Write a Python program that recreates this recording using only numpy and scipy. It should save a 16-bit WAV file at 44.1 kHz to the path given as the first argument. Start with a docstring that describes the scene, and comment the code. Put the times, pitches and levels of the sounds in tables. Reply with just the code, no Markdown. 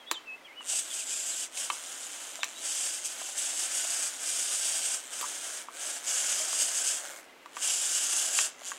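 """In a small room, a four-legged robot crouches, leans and rises on a workbench, heard from close by.
Its geared servos rasp, one burst of tooth noise per motor turn; this drive also excites the plastic shell.
Joints and feet click as short sums of decaying modes in the printed legs.
A songbird whistles faintly outside in gliding sine tones, over the steady filtered noise of the room's air."""
import sys
import numpy as np
from scipy import signal
from scipy.fft import rfft, irfft, next_fast_len
from scipy.io import wavfile
from scipy.ndimage import uniform_filter1d, map_coordinates

SR = 44100
rng = np.random.default_rng(int(sys.argv[2]) if len(sys.argv) > 2 else 0)


def materialize(psi):
    """Save the field psi as 16-bit PCM at rate SR to the path in sys.argv[1].

    A 1-D psi becomes a single channel; in a 2-D psi each row is a channel.
    """
    bounded = np.clip(np.atleast_2d(psi).T, -1, 1)
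    quanta = np.round(bounded * 32767).astype(np.int16)
    wavfile.write(sys.argv[1], SR, quanta)


N = 387198  # length [samples]


def amp(db):
    """Logarithmic level: decibels to amplitude gain."""
    return 10 ** (np.asarray(db) / 20)


def unit(x):
    """Mean power: scale a signal to rms 1."""
    return x / np.sqrt(np.mean(x ** 2) + 1e-20)


def along(points, hz):
    """Logarithmic pitch: interpolate (frequency, value) points on a log-frequency axis."""
    f, v = np.transpose(points)
    return np.interp(np.log(hz + 1), np.log(f + 1), v)


def wobble(rate):
    """Slow random modulation: a smooth curve through normal random knots, rate knots a second."""
    knots = rng.standard_normal(int(N * rate / SR) + 4)
    return map_coordinates(knots, [np.arange(N) * rate / SR])


def coloured(x, spectrum):
    """Minimum-phase filtering: a causal body with the given spectrum passes x; the result has rms 1."""
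    m = 2 * next_fast_len(N // 2 + SR // 4)
    log_gain = np.log(amp(along(spectrum, np.fft.rfftfreq(m, 1 / SR))))
    # folding the cepstrum onto positive times makes the filter causal
    cepstrum = irfft(log_gain, m)
    cepstrum[1:m // 2] *= 2
    cepstrum[m // 2 + 1:] = 0
    response = np.exp(rfft(cepstrum))
    return unit(irfft(rfft(x, m) * response, m)[:N])


def highpassed(x, hz):
    """High-pass filtering: a third-order Butterworth slope weakens what lies below hz."""
    return signal.sosfilt(signal.butter(3, hz, "highpass", fs=SR, output="sos"), x)


# Spectrum of the steady air noise: (frequency [Hz], relative density [dB per Hz])
AIR_SPECTRUM = [(100, -17), (180, -12), (260, 1.5), (420, 0), (540, 2.5), (1400, -1), (2000, -2),
                (2800, -2.5), (4000, -10.5), (8000, -16), (15000, -24)]


def air():
    """Broadband noise and amplitude modulation: coloured air noise with a faint pulsing chirr near 2 kHz."""
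    t = np.arange(N) / SR
    noise = amp(-55.0 + 0.11 * wobble(3.3)) * coloured(rng.standard_normal(N), AIR_SPECTRUM)
    chirr_hz = 2060 + 45 * wobble(120)
    chirr = np.sin(2 * np.pi * np.cumsum(chirr_hz) / SR)
    # 29.5 pulses a second, of uneven strength
    pulsing = np.maximum(np.sin(2 * np.pi * 29.5 * t), 0) ** 2 * amp(5.1 * wobble(20))
    return noise + amp(-67.0) * unit(pulsing * chirr)


# Bird notes: (start [s], length [s], level [dB],
#              pitch at the start [Hz], pitch in the middle [Hz], pitch at the end [Hz])
BIRD_NOTES = [(0, 0.041, -54, 3390, 3230, 3140), (.06, 0.059, -48.5, 3260, 3420, 3530),
              (.066, .05, -55, 3700, 3720, 3780), (.122, 0.048, -44, 4340, 3600, 3130),
              (.156, 0.029, -43, 3180, 3100, 3110), (.255, 0.11, -46, 2730, 2580, 2690),
              (.443, .034, -50.5, 3240, 3210, 2650), (0.458, .094, -54.5, 2660, 2116, 2730),
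              (.555, 0.079, -47.5, 2810, 2970, 2660), (.893, 0.053, -45, 3680, 3310, 2920),
              (.985, 0.039, -48, 2920, 2640, 2250), (1.11, 0.055, -49.5, 2480, 2490, 2550),
              (1.3, 0.06, -50, 4280, 4050, 3350), (2.403, 0.039, -46, 3950, 3540, 3350),
              (2.555, .052, -50, 3750, 3890, 4100)]
NOTE_ARCH = 0.57  # exponent of the swell: higher is more pointed


def bird(waver):
    """Frequency modulation of a pure tone: each note swells in one arch and glides along an unsteady bend."""
    out = np.zeros(N)
    for start_s, length_s, db, first_hz, middle_hz, last_hz in BIRD_NOTES:
        u = np.linspace(0, 1, round(length_s * SR))
        parabola = np.polyfit([0, .5, 1], [first_hz, middle_hz, last_hz], 2)
        unsteadiness = uniform_filter1d(rng.standard_normal(SR), size=60)[:len(u)]
        pitch_hz = np.polyval(parabola, u) * (1 + waver * unsteadiness)
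        swell = amp(db) * abs(np.sin(np.pi * u)) ** NOTE_ARCH
        whistle = np.sqrt(2) * np.sin(2 * np.pi * np.cumsum(pitch_hz) / SR)
        out[round(start_s * SR):][:len(u)] += swell * whistle
    return out


# Joint and foot clicks: (time [s], level [dB], favoured pitch [Hz], fall away from it [dB per octave])
CONTACTS = [(.113, -12.5, 1017, 2.5), (.607, -33, 1420, 14), (.733, -36.5, 650, 46),
            (1.574, -27.5, 3014, 12), (1.7007, -15.5, 1160, 8), (1.703, -23.5, 2800, 24),
            (2.3559, -24.5, 6950, 4.5), (2.39, -37.5, 660, 42), (2.432, -12.5, 2080, 9.5),
            (2.4428, -17, 6800, 4.5), (3.215, -33.5, 643, 39), (3.849, -34, 669, 45),
            (5.211, -31, 7440, -3.5), (5.228, -27.5, 1100, 24), (5.241, -26, 1070, 23),
            (5.685, -28.5, 1090, 17), (6.4, -33, 664, 41), (6.53, -31, 1115, 19), (7.459, -32.5, 980, 7),
            (7.568, -23.5, 1270, 7), (8.3881, -13, 2210, 7.5), (8.617, -38.5, 670, 47),
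            (8.7176, -22.5, 1500, 22)]
# Modes of the plastic legs: (frequency [Hz], relative level [dB], t60 [s])
LEG_MODES = [(333, -9, 0.057), (682, -21, 0.015), (1018, -6.5, 0.023), (1151, -3, 0.019),
             (1654, -9.5, 0.019), (1840, -2.5, 0.013), (2336, 9, 0.0046), (2610, 2.5, 0.0091),
             (3045, -0.5, 0.013), (3810, 14.5, 0.0032), (5830, 17, 0.0026), (7320, 16, 0.004)]


def clicks(crack_db, crack_t60, attack_s):
    """Modal excitation: slack joints and feet knock the legs, favouring modes near each contact's pitch."""
    out, t = np.zeros(N + SR), np.arange(SR // 10) / SR
    hz, mode_db, t60 = np.transpose(LEG_MODES)[:, :, None]
    for start_s, db, pitch_hz, fall_db in CONTACTS:
        octaves_away = abs(np.log2(hz / pitch_hz))
        strength = amp(mode_db + rng.normal(0, 1, hz.shape) - fall_db * octaves_away)
        # one blow starts all modes together
        modes = strength * amp(-60 * t / t60) * np.sin(2 * np.pi * hz * t)
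        ring = np.sum(modes, axis=0) * (1 - np.exp(-t / attack_s))
        # the steeper the fall from the pitch, the weaker the noisy crack
        crack_level = amp(crack_db - 2.5 * fall_db - 60 * t / crack_t60)
        crack = crack_level * uniform_filter1d(rng.standard_normal(len(t)), size=2)
        out[round(start_s * SR):][:len(t)] += amp(db) * (ring / abs(ring).max() + crack)
    return highpassed(out[:N], 480)  # parts this small radiate little bass


# Leg moves: (at speed from [s], until [s], spin-up [s], run-down [s],
#             gear rasp [dB], shell hum [dB], full motor speed [turns per s], each helping servo [dB],
#             ring of the leading gearbox [Hz], strength of that ring [dB])
LEG_MOVES = [(.698, .795, .07, .1, -33.5, -52, 420, -9, 8050, 4),
             (.85, 1.02, .1, .15, -39, -52.5, 310, -1, 7900, 6.5),
             (1.09, 1.451, .12, .033, -36.5, -51.5, 335, -8.5, 7600, 3.5),
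             (1.574, 1.609, .065, .283, -34.5, -50, 400, -2, 7650, 3),
             (1.724, 2.264, .04, .55, -43, -50, 238, 2.5, 7260, 3.5),
             (2.49, 2.53, .1, .1, -49, -57, 134, -2, 7200, 8),
             (2.671, 2.907, .173, .26, -34, -49, 385, -3.5, 7710, -1.5),
             (3.108, 3.332, .121, .131, -38.5, -50.5, 310, 0, 7300, -3.5),
             (3.377, 4.077, .061, .145, -33, -47, 380, -3.5, 8020, -0.5),
             (4.269, 4.95, .295, .101, -33, -47.5, 385, 0, 8260, 2),
             (5.041, 5.08, .08, .06, -47, -48, 130, -10, 7260, 7),
             (5.135, 5.595, .1, .082, -39.5, -47.5, 300, 2, 8000, -3),
             (5.816, 5.955, .125, .103, -37, -46, 320, 0, 7800, -4),
             (6.089, 6.935, .105, .16, -30.5, -43.5, 328, -4.5, 7380, -1),
             (7.05, 7.12, .1, .12, -46, -41, 160, -6, 7400, -10.5),
             (7.63, 8.465, .092, .043, -30, -46, 350, -4, 7620, -3),
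             (8.675, 8.685, .1, .149, -35.5, -49, 235, -9.5, 7005, -1)]
# Brief strains (+) and slack spells (-) as weight shifts between legs: (time [s], rasp change [dB])
WEIGHT_SHIFTS = [(.87, -6), (1.01, 3), (1.13, 1.1), (2.03, 3.8), (2.97, 4), (3.058, 14), (3.17, -7.5),
                 (3.53, -4.5), (3.66, 1.5), (3.69, -5), (3.77, 1.5), (4.11, -3.5), (4.31, 1.5), (5.19, 3),
                 (6.48, -4.5), (6.62, 5), (6.72, -4), (6.77, 2.5), (6.891, 1.5), (7.69, 2.5), (8.31, -4),
                 (8.38, 2.7)]
STRAIN_WIDTH_S = 0.028  # from the peak until the change has shrunk to 1/e
RAMP_DB = 20  # level change over one spin-up or run-down time
CRAWL_PER_S = 85  # motor turns per second while a servo only creeps
HUM_FOLLOWS = 0.14  # the shell hum fades by this share of the rasp's fall
STALL_DB = -12  # drive level, against full drive, below which the hum dies faster


def legs():
    """Power summation: moves ramp, hold and run down; their power shares weight the motors' character."""
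    t = np.arange(N) / SR
    (start, end, rise_s, fall_s, rasp_db, hum_db,
     top_speed, helper_db, ring_hz, ring_db) = np.transpose(LEG_MOVES)[:, :, None]
    ramps = np.maximum(start - t, 0) / rise_s + np.maximum(t - end, 0) / fall_s
    drive_db = -RAMP_DB * np.minimum(ramps, 10)
    power = amp(rasp_db + drive_db) ** 2
    total_power = power.sum(axis=0)
    weight = power / total_power
    speed = CRAWL_PER_S + (top_speed - CRAWL_PER_S) * amp(drive_db)
    strain_db = sum(db * np.exp(-((t - s) / STRAIN_WIDTH_S) ** 2) for s, db in WEIGHT_SHIFTS)
    total_rasp_db = 10 * np.log10(total_power) + strain_db
    halt_db = np.minimum(drive_db - STALL_DB, 0)
    # the strongest hum among the moves prevails
    total_hum_db = np.max(hum_db + HUM_FOLLOWS * drive_db + halt_db, axis=0)
    character = [np.sum(weight * control, axis=0) for control in (speed, helper_db, ring_hz, ring_db)]
    return [total_rasp_db, total_hum_db] + character


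def gear_train(speed, ring_hz, ring=0.88, burst_s=0.00094, slide_per_speed=0.00072,
               scatter_db=-0.76, grit_db=1.8, jitter=.028):
    """Periodic impact excitation: once a turn the teeth bite and ring the gearbox, over sliding mesh noise."""
    turns = np.cumsum(speed) / SR + jitter * wobble(300) + 2
    since_bite = turns % 1 / speed  # [s]
    # every turn draws its own bite size, ring phase and ring pitch
    per_turn = rng.standard_normal((3, int(turns.max()) + 1))
    size, phase, detune = per_turn[:, turns.astype(int)]
    teeth = unit(rng.standard_normal(N) * amp(grit_db * rng.standard_normal(N)))
    gearbox = ring * np.sin(2 * np.pi * (ring_hz * (1 + 0.02 * detune) * since_bite + phase))
    bite = amp(scatter_db * size) * np.exp(-since_bite / burst_s)
    # a slow motor ticks; a fast one fills the gaps with sliding
    sliding = slide_per_speed * speed * teeth
    return unit((teeth + gearbox) * bite + sliding)


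def patchy(x, depth_db):
    """Directional radiation: narrow bands swell and fade as the swinging servo cases show different faces."""
    z = signal.stft(x, nperseg=512)[2]
    field = rng.standard_normal(z.shape)
    for _ in range(2):
        field = uniform_filter1d(field, size=4, axis=0)  # over frequency
        field = uniform_filter1d(field, size=50, axis=1)  # over time
    return unit(signal.istft(z * amp(depth_db * unit(field)), nperseg=512)[1][:N])


# Gearbox and servo case: (frequency [Hz], relative density [dB per Hz])
GEAR_SPECTRUM = [(900, -52.5), (1800, -19), (2400, -11.5), (2850, -2), (3350, -5), (4150, -13.5),
                 (4700, -3.5), (5500, -3.5), (6300, -0.5), (7800, -1), (8600, -1), (9400, -4.5),
                 (10200, -8), (12200, -15.5), (15800, -37.5)]
# Hollow shell: (frequency [Hz], relative density [dB per Hz])
SHELL_SPECTRUM = [(100, -30.5), (200, -23.5), (315, -5.5), (445, -10), (540, -1.5), (670, 2.5), (870, -2.5),
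                  (1120, -3), (1550, 5), (1900, -1), (2300, 0), (2800, -23.5), (4000, -13), (9000, -10.5),
                  (15000, -18)]
# Thin motor can: (frequency [Hz], relative density [dB per Hz])
CAN_SPECTRUM = [(1500, -35), (2400, -9.5), (3100, -1), (3600, -4.5), (4500, -10), (7000, -44.5)]
# Motor brushes: (frequency [Hz], relative density [dB per Hz])
BRUSH_SPECTRUM = [(2000, -14), (8000, 0), (10500, 10), (13000, 4), (15800, -10)]
CAN_DB, CAN_KNEE_DB = -4.5, -46  # ring against the rasp; rasp level above which it grows no more
WAKE_S, WAKE_RISE_S = .55, 0.071  # the servos take up their load


def servos():
    """Source and filter: one servo leads, three turn slower or faster, and their drive shakes every body."""
    rasp_db, hum_db, speed, helper_db, ring_hz, ring_db = legs()
    drive = gear_train(speed * amp(.25 * wobble(25)), ring_hz, amp(ring_db))
    power = 1
    for ratio, own_hz in [(.78, 6800), (.94, 7930), (1.17, 9100)]:
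        share = amp(helper_db + 0.44 * wobble(4))  # the load shifts from leg to leg
        drive = drive + share * gear_train(ratio * speed * amp(.7 * wobble(12)), own_hz)
        power = power + share ** 2
    drive = patchy(drive / np.sqrt(power), depth_db=0.82)
    t = np.arange(N) / SR
    # position commands kick the motors a little, about 31 times a second
    kick_db = 1.14 * np.sin(2 * np.pi * 31 * t + 1.6 * wobble(6.2)) + 1.14 * wobble(35)
    rasp = amp(rasp_db + kick_db - 1.82) * coloured(drive, GEAR_SPECTRUM)
    # loose panels chatter unevenly as the gears shake them
    chatter_db = 1.09 * wobble(70)
    hum = amp(hum_db + .5 * kick_db + chatter_db - 0.3) * coloured(drive, SHELL_SPECTRUM)
    # the thin sizzle of the brushes levels off once the motors run
    brush_db = np.minimum(rasp_db, -44) - 13
    brushes = amp(brush_db) * coloured(drive * rng.standard_normal(N), BRUSH_SPECTRUM)
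    # so does the ring of the motor can
    can_db = np.minimum(rasp_db, CAN_KNEE_DB) + CAN_DB
    can = amp(can_db) * coloured(drive * rng.standard_normal(N), CAN_SPECTRUM)
    powered = np.clip((t - WAKE_S) / WAKE_RISE_S, 0, 1)
    return powered * (rasp + hum + brushes + can)


# Decay of the room's tail: (frequency [Hz], t60 [s])
ROOM_DECAY = [(200, 0.15), (1500, 0.38), (6000, 0.35), (14000, 0.015)]


def room(x, bench_db, tail_db):
    """Reverberation by convolution: bench and shelves answer early and a short tail dies, in changing paths."""
    out = x.copy()
    late = np.pad(x, (SR // 300, 0))[:N]  # the answer starts 1/300 s after the direct sound
    age = np.arange(SR // 4) / SR
    # each fifth of a second gets a newly drawn response
    for start in range(0, N, SR // 5):
        hz, t, z = signal.stft(rng.standard_normal(len(age)), SR, nperseg=256)
        decay = amp(-60 * t / along(ROOM_DECAY, hz)[:, None])
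        tail = signal.istft(z * decay, SR, nperseg=256)[1][:len(age)]
        early = rng.standard_normal(len(age)) * amp(-60 * age / 0.05)  # t60 of 0.05 s
        answer = amp(bench_db) * early / np.linalg.norm(early) + amp(tail_db) * tail / np.linalg.norm(tail)
        wet = signal.fftconvolve(late[start:start + SR // 5], answer)[:N - start]
        out[start:start + len(wet)] += wet
    return out


def scene():
    """Superposition: air, bird and robot add up, the same in both channels."""
    robot = servos() + clicks(crack_db=-5.5, crack_t60=0.047, attack_s=0.00088)
    robot_in_room = room(robot, bench_db=-10.5, tail_db=-16.0)
    bird_in_room = room(bird(waver=0.032), bench_db=-2.5, tail_db=-16)
    mono = robot_in_room + bird_in_room + air()
    return np.array([mono, mono])


TOP_HZ = 15800  # band limit of the recorder


def record(dry):
    """Band limiting: the recorder keeps nothing at or above its top frequency."""
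    m = next_fast_len(N + SR // 2)
    kept = np.fft.rfftfreq(m, 1 / SR) < TOP_HZ
    return irfft(rfft(dry, m) * kept, m)[:, :N]


dry = scene()
out = record(dry)
materialize(out)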